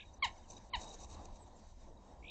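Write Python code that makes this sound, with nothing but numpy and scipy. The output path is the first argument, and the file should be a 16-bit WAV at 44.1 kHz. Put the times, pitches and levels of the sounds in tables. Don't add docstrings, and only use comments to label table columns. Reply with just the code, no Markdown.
import sys
import numpy as np
from scipy import signal
from scipy.fft import rfft, irfft, next_fast_len
from scipy.io import wavfile
from scipy.ndimage import uniform_filter1d, map_coordinates

SR = 44100
rng = np.random.default_rng(int(sys.argv[2]) if len(sys.argv) > 2 else 0)


def gain_from_db(level_db):
    decades = np.asarray(level_db, float) / 20
    return 10 ** decades


def master_out(mix):
    frames = np.transpose(np.atleast_2d(mix))
    ceiling = np.clip(frames, -1, 1)
    pcm = np.round(ceiling * 32767).astype(np.int16)
    wavfile.write(sys.argv[1], SR, pcm)


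N = 101429
T = np.arange(N) / SR


def unit(x):
    return x / np.sqrt(np.mean(x ** 2) + 1e-20)


def along(points, hz):
    f, value = np.transpose(points)
    return np.interp(np.log(hz + 1), np.log(f + 1), value)


def wobble(rate):
    knots = rng.standard_normal(int(N * rate / SR) + 4)
    return map_coordinates(knots, [T * rate])


def filtered(x, response):
    size = next_fast_len(N + SR // 2)
    return irfft(rfft(x, size) * response(np.fft.rfftfreq(size, 1 / SR)), size)[:N]


def peak(f, centre, width):
    return 1j * f * width / (centre * centre - f * f + 1j * f * width)


def sine(hz):
    return np.sin(2 * np.pi * np.cumsum(hz) / SR)


def rush(spectrum, patchy_db):
    cells = signal.stft(rng.standard_normal(N + 512), nperseg=512)[2]
    patches = uniform_filter1d(rng.standard_normal(cells.shape), size=6, axis=0)
    patches = unit(uniform_filter1d(patches, size=10, axis=1))
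    noise = signal.istft(cells * gain_from_db(patchy_db * patches), nperseg=512)[1][:N]
    return unit(filtered(noise, lambda hz: gain_from_db(along(spectrum, hz))))


# pitch_hz, t60_s
GARDEN_DECAY = [(500, .24), (2000, 0.15), (8000, 0.13)]


def garden(x):
    hz, t, cells = signal.stft(rng.standard_normal(SR // 2), SR, nperseg=256)
    fade = gain_from_db(-60 * t / along(GARDEN_DECAY, hz)[:, None])
    tail = signal.istft(cells * fade, SR, nperseg=256)[1]
    return signal.fftconvolve(np.pad(x, (600, 0)), tail / np.linalg.norm(tail))[:N]


# time_s, level_db
WIND_GUSTS = [(0.0, -62), (0.1, -53.5), (0.14, -62.5), (0.3, -50), (0.33, -56.5), (0.73, -56.5),
              (0.77, -43), (0.81, -57), (1.14, -50.5), (1.29, -55), (1.32, -49.5), (1.44, -57.5),
              (2.04, -56.5), (2.05, -61.5), (2.14, -54.5), (2.3, -57.5)]
# pitch_hz, density_db
WIND_SPECTRUM = [(12, -31), (20, 5.5), (38, -4), (64, 0), (107, -9.5), (150, -28), (200, -17.5), (260, -34),
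                 (440, -120)]


def wind():
    gust_db = np.interp(T, *np.transpose(WIND_GUSTS))
    rumble = gain_from_db(0.46 * wobble(30.2)) * rush(WIND_SPECTRUM, patchy_db=0.33)
    return gain_from_db(gust_db) * unit(rumble)


# time_s, level_db
AIR_STRENGTH = [(0.0, -65), (0.19, -62.5), (0.37, -58), (0.5, -64.5), (0.75, -59), (0.93, -57.5),
                (1.4, -61), (1.98, -65), (2.3, -64)]


def air_strength():
    return np.interp(T, *np.transpose(AIR_STRENGTH))


# pitch_hz, density_db
TRAFFIC_SPECTRUM = [(71, -30), (120, -11.5), (217, -5), (317, -8), (360, -5.5), (380, -14), (500, -9),
                    (962, -8.5), (1500, -33), (1950, -31), (3300, -120)]
TRAFFIC_DB = 1


def traffic(air_db):
    return gain_from_db(air_db + TRAFFIC_DB + 2.2 * wobble(7.925)) * rush(TRAFFIC_SPECTRUM, patchy_db=2.0)


# pitch_hz, density_db
HISS_SPECTRUM = [(760, -43), (1300, -9.5), (1740, -6), (1950, -9.5), (3240, -11.5), (3860, -10.5),
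                 (5310, -11.5), (5900, -6), (8000, -13), (10400, -31), (17600, -120)]
HISS_DB, HISS_GROWS = -11, 1.13


def tree_hiss(air_db):
    mean_db = air_db.mean()
    level_db = mean_db + HISS_GROWS * (air_db - mean_db) + HISS_DB + 1.37 * wobble(13.06)
    return gain_from_db(level_db) * rush(HISS_SPECTRUM, patchy_db=-2.0)


def background():
    air_db = air_strength()
    return wind() + traffic(air_db) + tree_hiss(air_db)


# start_s, length_s, from_hz, to_hz, level_db
WHISTLES = [(0, .016, 1650, 1750, -68), (-.006, .011, 2550, 2500, -58), (.004, .018, 2000, 2750, -58),
            (.024, .014, 2100, 2500, -66), (.027, .015, 1700, 1700, -71), (.048, .01, 2200, 2600, -69),
            (.43, .03, 3250, 2750, -73), (.53, .07, 5000, 4920, -78), (1.39, .066, 8000, 7350, -69.5),
            (1.55, .045, 7500, 7150, -76), (1.59, .025, 6350, 5800, -80), (1.875, .03, 6350, 5800, -77)]


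def whistle(start, length, from_hz, to_hz, db):
    progress = np.clip((T - start) / length, 0, 1)
    hz = from_hz + (to_hz - from_hz) * progress + 35 * wobble(150)
    swell = np.sqrt(2 * np.abs(np.sin(np.pi * progress))) * (progress < 1)
    return swell * gain_from_db(db + 3 * wobble(120)) * sine(hz)


# start_s, length_s, level_db, low_turn_s, swings_per_s
TRILLS = [
    (-.08, 0.11, -53, -.003, 48),
    (2.223, .1, -51, 2.246, 66),
]
TRILL_LOW_HZ, TRILL_CLIMB_HZ_PER_S, TRILL_TOP_HZ = 2180, 5100, 3780
TRILL_TOP_GAIN_HZ, TRILL_DWELL = 550, 2.1
TRILL_START_DB, TRILL_RISE_S = -12, 0.056
TRILL_TOP_DB, TRILL_TOP_LATE_S, TRILL_TURN_DB = -16, 0.06, 2.5
TRILL_ECHO_S, TRILL_ECHO_DB = 0.009, -11.5


def trill(start, length, db, turn, rate):
    age = np.clip(T - start, 0, length)
    young = np.clip(1 - age / TRILL_TOP_LATE_S, 0, 1)
    up = (np.abs(1 - np.cos(2 * np.pi * rate * (T - turn))) / 2) ** TRILL_DWELL
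    low_hz = TRILL_LOW_HZ + TRILL_CLIMB_HZ_PER_S * np.minimum(age, 0.055)
    top_hz = TRILL_TOP_HZ - TRILL_TOP_GAIN_HZ * young
    hz = low_hz + (top_hz - low_hz) * up
    gate = np.clip(age / 0.004, 0, 1) * np.clip((length - age) / 0.006, 0, 1)
    level_db = db + TRILL_START_DB * np.clip(1 - age / TRILL_RISE_S, 0, 1)
    level_db = level_db - TRILL_TURN_DB * 4 * up * (1 - up) + TRILL_TOP_DB * up * np.sqrt(young)
    level_db = level_db + 2.0 * wobble(110)
    tone = np.sqrt(2) * gate * gain_from_db(level_db) * sine(hz)
    echo = filtered(tone, lambda f: np.exp(-2j * np.pi * f * TRILL_ECHO_S))
    tail_fade = gain_from_db(-300 * np.clip(T - start - length, 0, 1))
    return tone + gain_from_db(TRILL_ECHO_DB) * (echo + 0.99 * garden(tone) * tail_fade)


# time_s, peak_db, pitch_hz, length_s
TICKS = [(0.064, -65.5, 3840, 0.027), (0.091, -63.5, 3780, 0.025), (0.143, -57, 6070, 0.011),
         (0.17, -67, 3870, 0.0059), (0.325, -59.5, 6200, .003), (0.382, -61.5, 6050, .012),
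         (.504, -46.5, 6100, 0.0068), (.509, -52, 7500, .005), (0.52, -54, 5950, .005),
         (0.57, -51, 3830, 0.0069), (0.58, -56, 3820, .006), (0.57, -54, 5930, 0.0092),
         (.579, -54, 2840, 0.00075), (0.798, -53, 3860, 0.0056), (.811, -54, 6150, 0.0055),
         (0.826, -58, 6000, 0.0043), (0.823, -54, 3760, 0.0069), (0.835, -55, 3800, .007),
         (0.867, -52.5, 3800, .009), (.881, -51.5, 3805, 0.0095), (.905, -52.5, 3900, .008),
         (.916, -53.5, 3800, 0.012), (0.943, -55, 6000, .006), (0.892, -46.5, 5820, 0.0033),
         (0.951, -52, 6740, 0.0054), (0.992, -53, 3920, 0.0034), (1.038, -50, 5950, 0.0078),
         (1.115, -60, 3700, 0.0054), (1.975, -64.5, 3820, 0.0063)]


def ticks():
    waver = np.cumsum(wobble(400)) * 45 / SR
    out = np.zeros(N)
    for s, db, hz, length in TICKS:
        bell = np.exp(-((T - s) / length * 2) ** 2)
        out += gain_from_db(db - 0.5) * bell * np.sin(2 * np.pi * (hz * T + waver))
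    return out


# end_s, swell_s, level_db
STROKES = [(0.147, 0.013, -71), (0.387, 0.0068, -76), (.46, 0.022, -86), (0.508, 0.018, -58),
           (0.52, 0.013, -59.5), (.535, .025, -62.5), (.582, 0.06, -64), (.665, 0.047, -73.5),
           (0.817, 0.0099, -52), (0.846, 0.073, -56), (0.897, 0.014, -59), (0.948, 0.089, -56.5),
           (1.013, 0.012, -55.5), (1.047, 0.039, -55.5), (1.113, 0.017, -59), (1.148, 0.04, -57),
           (1.228, 0.046, -68), (1.257, 0.011, -60.5), (1.366, 0.025, -63), (1.48, 0.019, -67.5),
           (1.596, 0.018, -71), (1.72, 0.094, -73), (1.82, 0.011, -69), (1.886, 0.009, -78),
           (2.09, 0.013, -83.5)]
# pitch_hz, density_db
FEATHERS = [(760, -49.5), (1300, -27), (2020, -20), (2520, -6), (3290, -19.5), (3770, -4.5), (5310, -8),
            (5950, 4), (8000, -5.5), (10400, -26.5), (17600, -120)]
# pitch_hz, density_db
PUFF = [(60, -13.5), (250, -0.5), (750, 9), (1100, 0.5), (1500, -38)]
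STROKE_STOP_S, RUSTLE_DB, PUFF_DB = 0.007, 1.8, 1


def wings():
    power = np.zeros(N)
    for end, swell, db in STROKES:
        distance = np.where(T < end, (end - T) / swell, (T - end) / STROKE_STOP_S)
        power += gain_from_db(2 * db) * np.exp(-2 * distance)
    rustle = unit(gain_from_db(RUSTLE_DB * wobble(250)) * rush(FEATHERS, patchy_db=1))
    puff = gain_from_db(PUFF_DB) * rush(PUFF + [(3000, -51)], patchy_db=2.5)
    return np.sqrt(power) * (rustle + puff)


# delay_s, level_db
ECHOES = [
    (0.031, -14.5),
    (.055, -24.5),
    (0.137, -34.5),
]
# pitch_hz, gain_db
WALL_COLOUR = [(900, 0.5), (2200, -5.5), (4000, -8.5), (7000, -2)]
WALL_SMEAR_S = 0.005


def wall_echoes(call):
    t, walls = T[:SR // 50], np.zeros(SR // 4)
    for delay, db in ECHOES:
        smear = rng.standard_normal(len(t)) * gain_from_db(-60 * t / WALL_SMEAR_S)
        walls[round(delay * SR):][:len(t)] += gain_from_db(db) * smear / np.linalg.norm(smear)
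    echo = signal.fftconvolve(call, walls)[:N]
    return filtered(echo, lambda f: gain_from_db(along(WALL_COLOUR, f)))


# pitch_hz, width_hz, gain_db
THROAT = [(900, 670, 1.5), (2282, 290, 9), (1756, 380, -1.5), (2960, 650, 2.5), (3700, 540, 0),
          (4730, 340, -10.5), (6900, 670, -12)]


def throat(f):
    return sum(gain_from_db(g) * peak(f, centre, width) ** 2 for centre, width, g in THROAT)


# time_s, pitch_hz, effort_db
CALLS = [
    [(.222, 1130, -40), (.226, 1118, -32.5), (.236, 1060, -33), (.251, 922, -33), (.257, 845, -38),
     (.264, 770, -45), (.279, 640, -46)],
    [(.727, 1120, -56), (.733, 1090, -52), (.7355, 1040, -37.5), (.752, 925, -36), (.757, 870, -42),
     (.764, 780, -48), (.774, 700, -51)],
]
JITTER, BREATH_DB, ATTACK_S, RELEASE_S = 0.0041, -17, 0.00157, 0.0013
DULLING, ROUGH_DB = 0.55, 3
BREAKUP = 0.25
GARDEN_DB = -14


def jackdaw(rows):
    s, hz, db = np.transpose(rows)
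    effort_db = np.interp(T, s, db)
    lost_db = effort_db - db.max()
    phase = 2 * np.pi * np.cumsum(np.interp(T, s, hz) * (1 + JITTER * wobble(300))) / SR
    fade = gain_from_db(DULLING * lost_db)
    voice = sum(fade ** k * np.cos((k + 1) * phase) for k in range(4))
    for k in range(5, 9):
        voice = voice + fade * gain_from_db(ROUGH_DB * wobble(900)) * np.cos(k * phase + 1.4 * wobble(700))
    breath = gain_from_db(BREATH_DB) * rng.standard_normal(N) * (1 + np.cos(phase)) * 3
    gate = np.clip((T - s[0]) / ATTACK_S, 0, 1) * np.clip((s[-1] - T) / RELEASE_S, 0, 1)
    effort = gain_from_db(effort_db + BREAKUP * lost_db * wobble(150))
    call = filtered((voice + breath) * gate * effort, throat)
    return call + wall_echoes(call) + gain_from_db(GARDEN_DB) * garden(call)


# pitch_hz, width_hz, lift_db
HOUSING = [(3530, 140, -4), (3796, 120, 9), (5950, 250, -1.5)]


def housing(f):
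    return 1 + sum((gain_from_db(g) - 1) * peak(f, centre, width) for centre, width, g in HOUSING)


def scene():
    far_birds = sum(whistle(*row) for row in WHISTLES) + sum(trill(*row) for row in TRILLS)
    calls = sum(jackdaw(rows) for rows in CALLS)
    return (filtered(background() + wings(), housing) + far_birds + ticks() + calls)[None]


# pitch_hz, gain_db
IMAGE_FILTER = [(7600, -1), (8000, -4.5), (8500, -14.5), (8800, -28), (9050, -49)]
RATE_HZ = 16000


def low_rate(x):
    x = filtered(x, lambda f: f < RATE_HZ / 2)
    mirrored = x * (1 + 2 * np.cos(2 * np.pi * RATE_HZ * T))
    return filtered(mirrored, lambda f: gain_from_db(along(IMAGE_FILTER + [(9400, -120)], f)))


# from_s, to_s
GAPS = [
    (.187, .243),
    (.698, .756),
]
GAP_HZ, GAP_EDGE_S = 4750, 0.003


def treble_gaps(x):
    gap = sum(np.clip(np.minimum(T - a, b - T) / GAP_EDGE_S + 0.5, 0, 1) for a, b in GAPS)
    return x - gap * filtered(x, lambda f: np.clip((f - GAP_HZ) / 150 + 0.5, 0, 1))


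def roll_off(x):
    return signal.sosfilt(signal.butter(12, 8930, fs=SR, output="sos"), x)


def record(dry):
    x = treble_gaps(low_rate(dry[0]))
    dither = filtered(rng.standard_normal(N), lambda f: np.where(f < 15700, 1, 0.6))
    x = x + gain_from_db(-93) * dither
    return roll_off(x[None])


dry = scene()
out = record(dry)
master_out(out)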